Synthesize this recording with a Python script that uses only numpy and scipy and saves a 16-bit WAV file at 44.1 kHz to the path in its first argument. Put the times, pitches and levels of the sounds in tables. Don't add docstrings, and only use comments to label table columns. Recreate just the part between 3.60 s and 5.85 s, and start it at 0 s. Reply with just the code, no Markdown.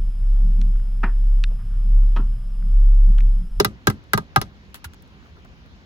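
import sys
import numpy as np
from scipy import signal
from scipy.fft import rfft, irfft, next_fast_len
from scipy.io import wavfile

SR = 44100
rng = np.random.default_rng(int(sys.argv[2]) if len(sys.argv) > 2 else 0)


def wav_record(signal):
    frames = np.transpose(np.atleast_2d(signal))
    bounded = np.clip(frames, -1, 1)
    quanta = np.round(bounded * 32767).astype(np.int16)
    wavfile.write(sys.argv[1], SR, quanta)


N = 99269
T = np.arange(N) / SR
ONSET_CYCLES = 0.97

# start in seconds, then strength in dB at six
CONTACTS = [(0.0, -4.5, 4.5, -2.5, -2, 1.5, 2), (0.0469, -3.5, -4.5, -9, -3.5, -1, 1.5),
            (0.2709, 6, 3.5, -3, -1, 0.5, 2.5), (0.2998, -23.5, -20, -15, -15.5, -17, -10),
            (0.5335, 4, -3.5, -3, -2, -0.5, 1.5), (0.5759, -15, -12, -8, -10.5, -11, -7.5),
            (0.7606, 5.5, -4.5, 3.5, -0.5, -0.5, -2), (0.8145, -19, -14.5, -15, -15.5, -6.5, -8.5)]


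def amp(db):
    return 10 ** (np.asarray(db) / 20)


def at_hz(table, hz, column=1):
    table = np.array(table, float)
    return np.interp(np.log(hz), np.log(table[:, 0]), table[:, column])


def burst(start, rise, t60):
    age = np.maximum(T - start, 0)
    return (1 - np.exp(-age / max(rise, 1e-5))) * np.exp(-np.minimum(np.log(1000) * age / t60, 60))


def flicker(step_s):
    return np.interp(T / step_s, np.arange(N), rng.standard_normal(N))


def noise_bands():
    # frequency in Hz, correlation of left and right, delay of the left in ms.
    coherence = [(60, .5, 0), (170, .9, 0), (400, .8, .1), (900, .7, .25), (1600, .7, .22), (3000, .1, .22),
                 (6000, 0, .225), (9000, -.9, .225), (15000, -.9, .225)]
    edges = 25 * 2 ** np.arange(0, 9.6, .5)
    size = next_fast_len(N)
    f = np.fft.rfftfreq(size, 1 / SR)
    white = rfft(rng.standard_normal((2, size)))
    for low, high in zip(edges, edges[1:]):
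        hz = np.sqrt(low * high)
        mid, side = white * ((f >= low) & (f < high))
        correlation = at_hz(coherence, hz)
        mid, side = mid * np.sqrt(1 + correlation), side * np.sqrt(1 - correlation)
        delay = np.exp(-2j * np.pi * f * at_hz(coherence, hz, column=2) / 1000)
        band = irfft([(mid + side) * delay, mid - side], size)[:, :N]
        yield hz, band / band.std()


def rustle(events, spectrum, grain_db):
    envelope = sum(amp(db) * burst(start, rise, t60) for start, db, rise, t60 in events)
    grains = amp(grain_db * flicker(step_s=.0006))
    return envelope * grains * sum(amp(at_hz(spectrum, hz)) * noise for hz, noise in noise_bands())


def excitation(contact_db, hz):
    contact_hz = [130, 400, 900, 1600, 4500, 12000]
    return amp(np.interp(np.log(hz), np.log(contact_hz), contact_db))


def outdoor_background():
    # frequency in Hz, level in dB per half octave.
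    air = [(30, -72), (45, -52.5), (70, -50.5), (120, -59), (200, -55.5), (280, -61.5), (400, -63.5),
           (600, -67), (1000, -64.5), (1700, -64), (3000, -64.5), (5000, -68.5), (6800, -74.5), (7700, -85),
           (8700, -87), (15000, -84.5)]
    wavering = sum(amp(1.5 * flicker(step_s=0.048)) * noise for hz, noise in noise_bands())
    size = next_fast_len(N)
    hz = np.maximum(np.fft.rfftfreq(size, 1 / SR), 1)
    return irfft(rfft(wavering, size) * amp(at_hz(air, hz)), size)[:, :N]


def cloth_shuffles():
    # start in seconds, level in dB, rise in seconds, t60 in seconds.
    shuffles = [(1.422, -57, .002, 0.03), (1.615, -62, .015, 0.13), (1.648, -57, 0.022, 0.13),
                (1.76, -56, .015, 0.12), (1.85, -55.5, 0.0011, 0.049), (2.055, -60, .008, 0.1)]
    # frequency in Hz, relative level in dB per half octave.
    spectrum = [(70, 2.5), (200, -16), (500, -4), (1400, 8.5), (3000, -13.5), (8000, -26.5), (15000, -11)]
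    return rustle(shuffles, spectrum, grain_db=5.5)


def finger_ticks():
    # start in seconds, level in dB, tilt about 4 kHz in dB per octave.
    touches = [(0.438, -64.5, 0.5), (1.3345, -48.5, -0.5), (1.343, -55, 0), (1.422, -60.5, 7),
               (1.477, -67, 2.5), (1.848, -58.5, -1.5), (2.06, -62.5, -4), (2.158, -79, 4)]
    # frequency in Hz, relative level in dB per half octave.
    spectrum = [(300, -11), (1400, 5), (3000, 2.5), (6000, 0.5), (11000, 0), (15000, -0.5)]
    out = np.zeros((2, N))
    for hz, noise in noise_bands():
        for start, db, tilt in touches:
            gain = amp(db + at_hz(spectrum, hz) + tilt * np.log2(hz / 4000))
            out += gain * burst(start, rise=0.00082, t60=0.016) * noise
    return out


def mulch_crunch():
    # start in seconds, level in dB, rise in seconds, t60 in seconds.
    crunches = [(1.1437, -40.5, 0.00013, 0.031), (1.150, -45, 0.004, 0.08), (1.2422, -32, 0.0028, 0.046)]
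    # frequency in Hz, relative level in dB per half octave.
    spectrum = [(200, -19.5), (600, -16.5), (1000, 0), (1500, 1), (2300, -0.5), (3600, 0), (7000, -6),
                (11000, 0), (15000, -3.5)]
    return rustle(crunches, spectrum, grain_db=2)


def hammer_head():
    # frequency in Hz, level in dB, t60 in seconds.
    modes = [(76.4, -25, 0.12), (1130, -40, 0.059), (1423, -28, 0.048), (1676, -29, 0.033),
             (7950, -53, 0.039), (11100, -38, .035), (14400, -49, .03)]
    lands_s = 1.2435
    out = np.zeros(N)
    for hz, db, t60 in modes:
        envelope = burst(lands_s + ONSET_CYCLES / hz, rise=0.0032, t60=t60)
        out += amp(db) * envelope * np.sin(2 * np.pi * hz * (T - lands_s))
    return out


def post_thud():
    start_hz, end_hz, fall_s = 468, 99.5, 0.00582
    delay_s, peak_s, tail_t60_s = 0.003513, 0.01, 0.037
    left_lag = np.array([[.5], [0]])
    out = np.zeros((2, N))
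    for start, *contact_db in CONTACTS:
        age = np.maximum(T - start - delay_s, 0)
        hz = end_hz + (start_hz - end_hz) * np.exp(-age / fall_s)
        phase = 2 * np.pi * np.cumsum(hz * (age > 0)) / SR
        swell = (age / peak_s * np.exp(1 - age / peak_s)) ** (np.log(1000) * peak_s / tail_t60_s)
        out += excitation(contact_db, hz) * swell * np.sin(phase - left_lag)
    return amp(-16) * out


def steel_clank():
    # frequency in Hz, relative level in dB per half octave, t60 in seconds.
    steel = [(304.5, -28.5, 0.11), (556, -28.5, 0.03), (900, -14.5, 0.049), (1500, -14.5, 0.044),
             (2300, -22.5, 0.034), (4500, -23.5, 0.064), (6940, -33, 0.047), (11670, -21.5, 0.027),
             (15000, -27, .02)]
    scatter = [(60, -35.5, 0.2834), (177, -38.5, 0.38), (400, -40.5, 0.256), (1200, -38.5, 0.15),
               (4130, -45.5, 0.14), (11020, -54.5, 0.16), (15000, -69.5, 0.22)]
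    out = np.zeros((2, N))
    for hz, noise in noise_bands():
        direct_gain = amp(at_hz(steel, hz)) * min(1, hz / steel[0][0]) ** 2
        scatter_gain = amp(at_hz(scatter, hz)) * min(1, hz / scatter[0][0]) ** 2
        crack_gain = amp(-0.5) * min(1, hz / 1435)
        for start, *contact_db in CONTACTS:
            crack = crack_gain * burst(start, rise=0, t60=0.0055)
            ring = burst(start, rise=0.86 / hz, t60=at_hz(steel, hz, column=2))
            tail = burst(start, rise=.008, t60=at_hz(scatter, hz, column=2))
            envelope = np.hypot(direct_gain * (crack + ring), scatter_gain * tail)
            out += excitation(contact_db, hz) * envelope * noise
    return out


def bracket_modes():
    # frequency in Hz, relative level in dB, t60 in seconds, left lag in radians.
    modes = [(61.4, -21, .13, -1.8), (134.5, -22.5, 0.037, 0.55), (164.7, -18.5, 0.11, 0),
             (208, -16, .13, 0.44), (282, -22.5, .09, 0.06), (359, -18, .06, 1.3),
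             (410.5, -11.5, 0.06, 0.67), (605, -13, .05, 4), (779.3, -16, 0.0537, 1),
             (890, -18.5, 0.047, 1.9), (985, -19, 0.049, 2.9), (1120, -20, .04, 6.5),
             (1229, -13.5, 0.074, 1.77), (1321, -18, 0.054, -1), (1602, -9, 0.048, 2),
             (1840, -24, 0.031, 3.0), (1900, -26.5, 0.023, -3.5), (2003, -20, .045, -0.74),
             (2842, -27, .045, 0.5), (3490, -30.5, 0.056, -2.5), (3890, -27.5, .04, -1.5),
             (4010, -28, 0.041, 2), (4070, -30.5, .04, 3), (4810, -30.5, 0.039, 1.5),
             (5230, -20.5, 0.031, -2), (6803, -27.5, 0.046, 2)]
    out = np.zeros((2, N))
    for contact_s, *contact_db in CONTACTS:
        for k, (hz, db, t60, lag) in enumerate(modes):
            start = contact_s + ONSET_CYCLES / hz
            spread_db = 3.08 + 0.43 * hz / 1000
            gain = (-1) ** k * excitation(contact_db, hz) * amp(db + spread_db * rng.standard_normal())
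            phase = 2 * np.pi * hz * (T - start) - np.array([[lag], [0]])
            out += gain * burst(start, rise=1.23 / hz, t60=t60) * np.sin(phase)
    return out


def scene():
    blows = bracket_modes() + post_thud() + steel_clank()
    laid_down = mulch_crunch() + hammer_head()
    handling = finger_ticks() + cloth_shuffles()
    return blows + laid_down + handling + outdoor_background()


def record(dry):
    ceiling = 1.69
    high_pass = signal.butter(2, 42, "high", fs=SR, output="sos")
    low_pass = signal.cheby2(14, 70, 17100, fs=SR, output="sos")
    rounded = ceiling * np.tanh(signal.sosfilt(high_pass, dry) / ceiling)
    return signal.sosfilt(low_pass, rounded)


dry = scene()
out = record(dry)
wav_record(out)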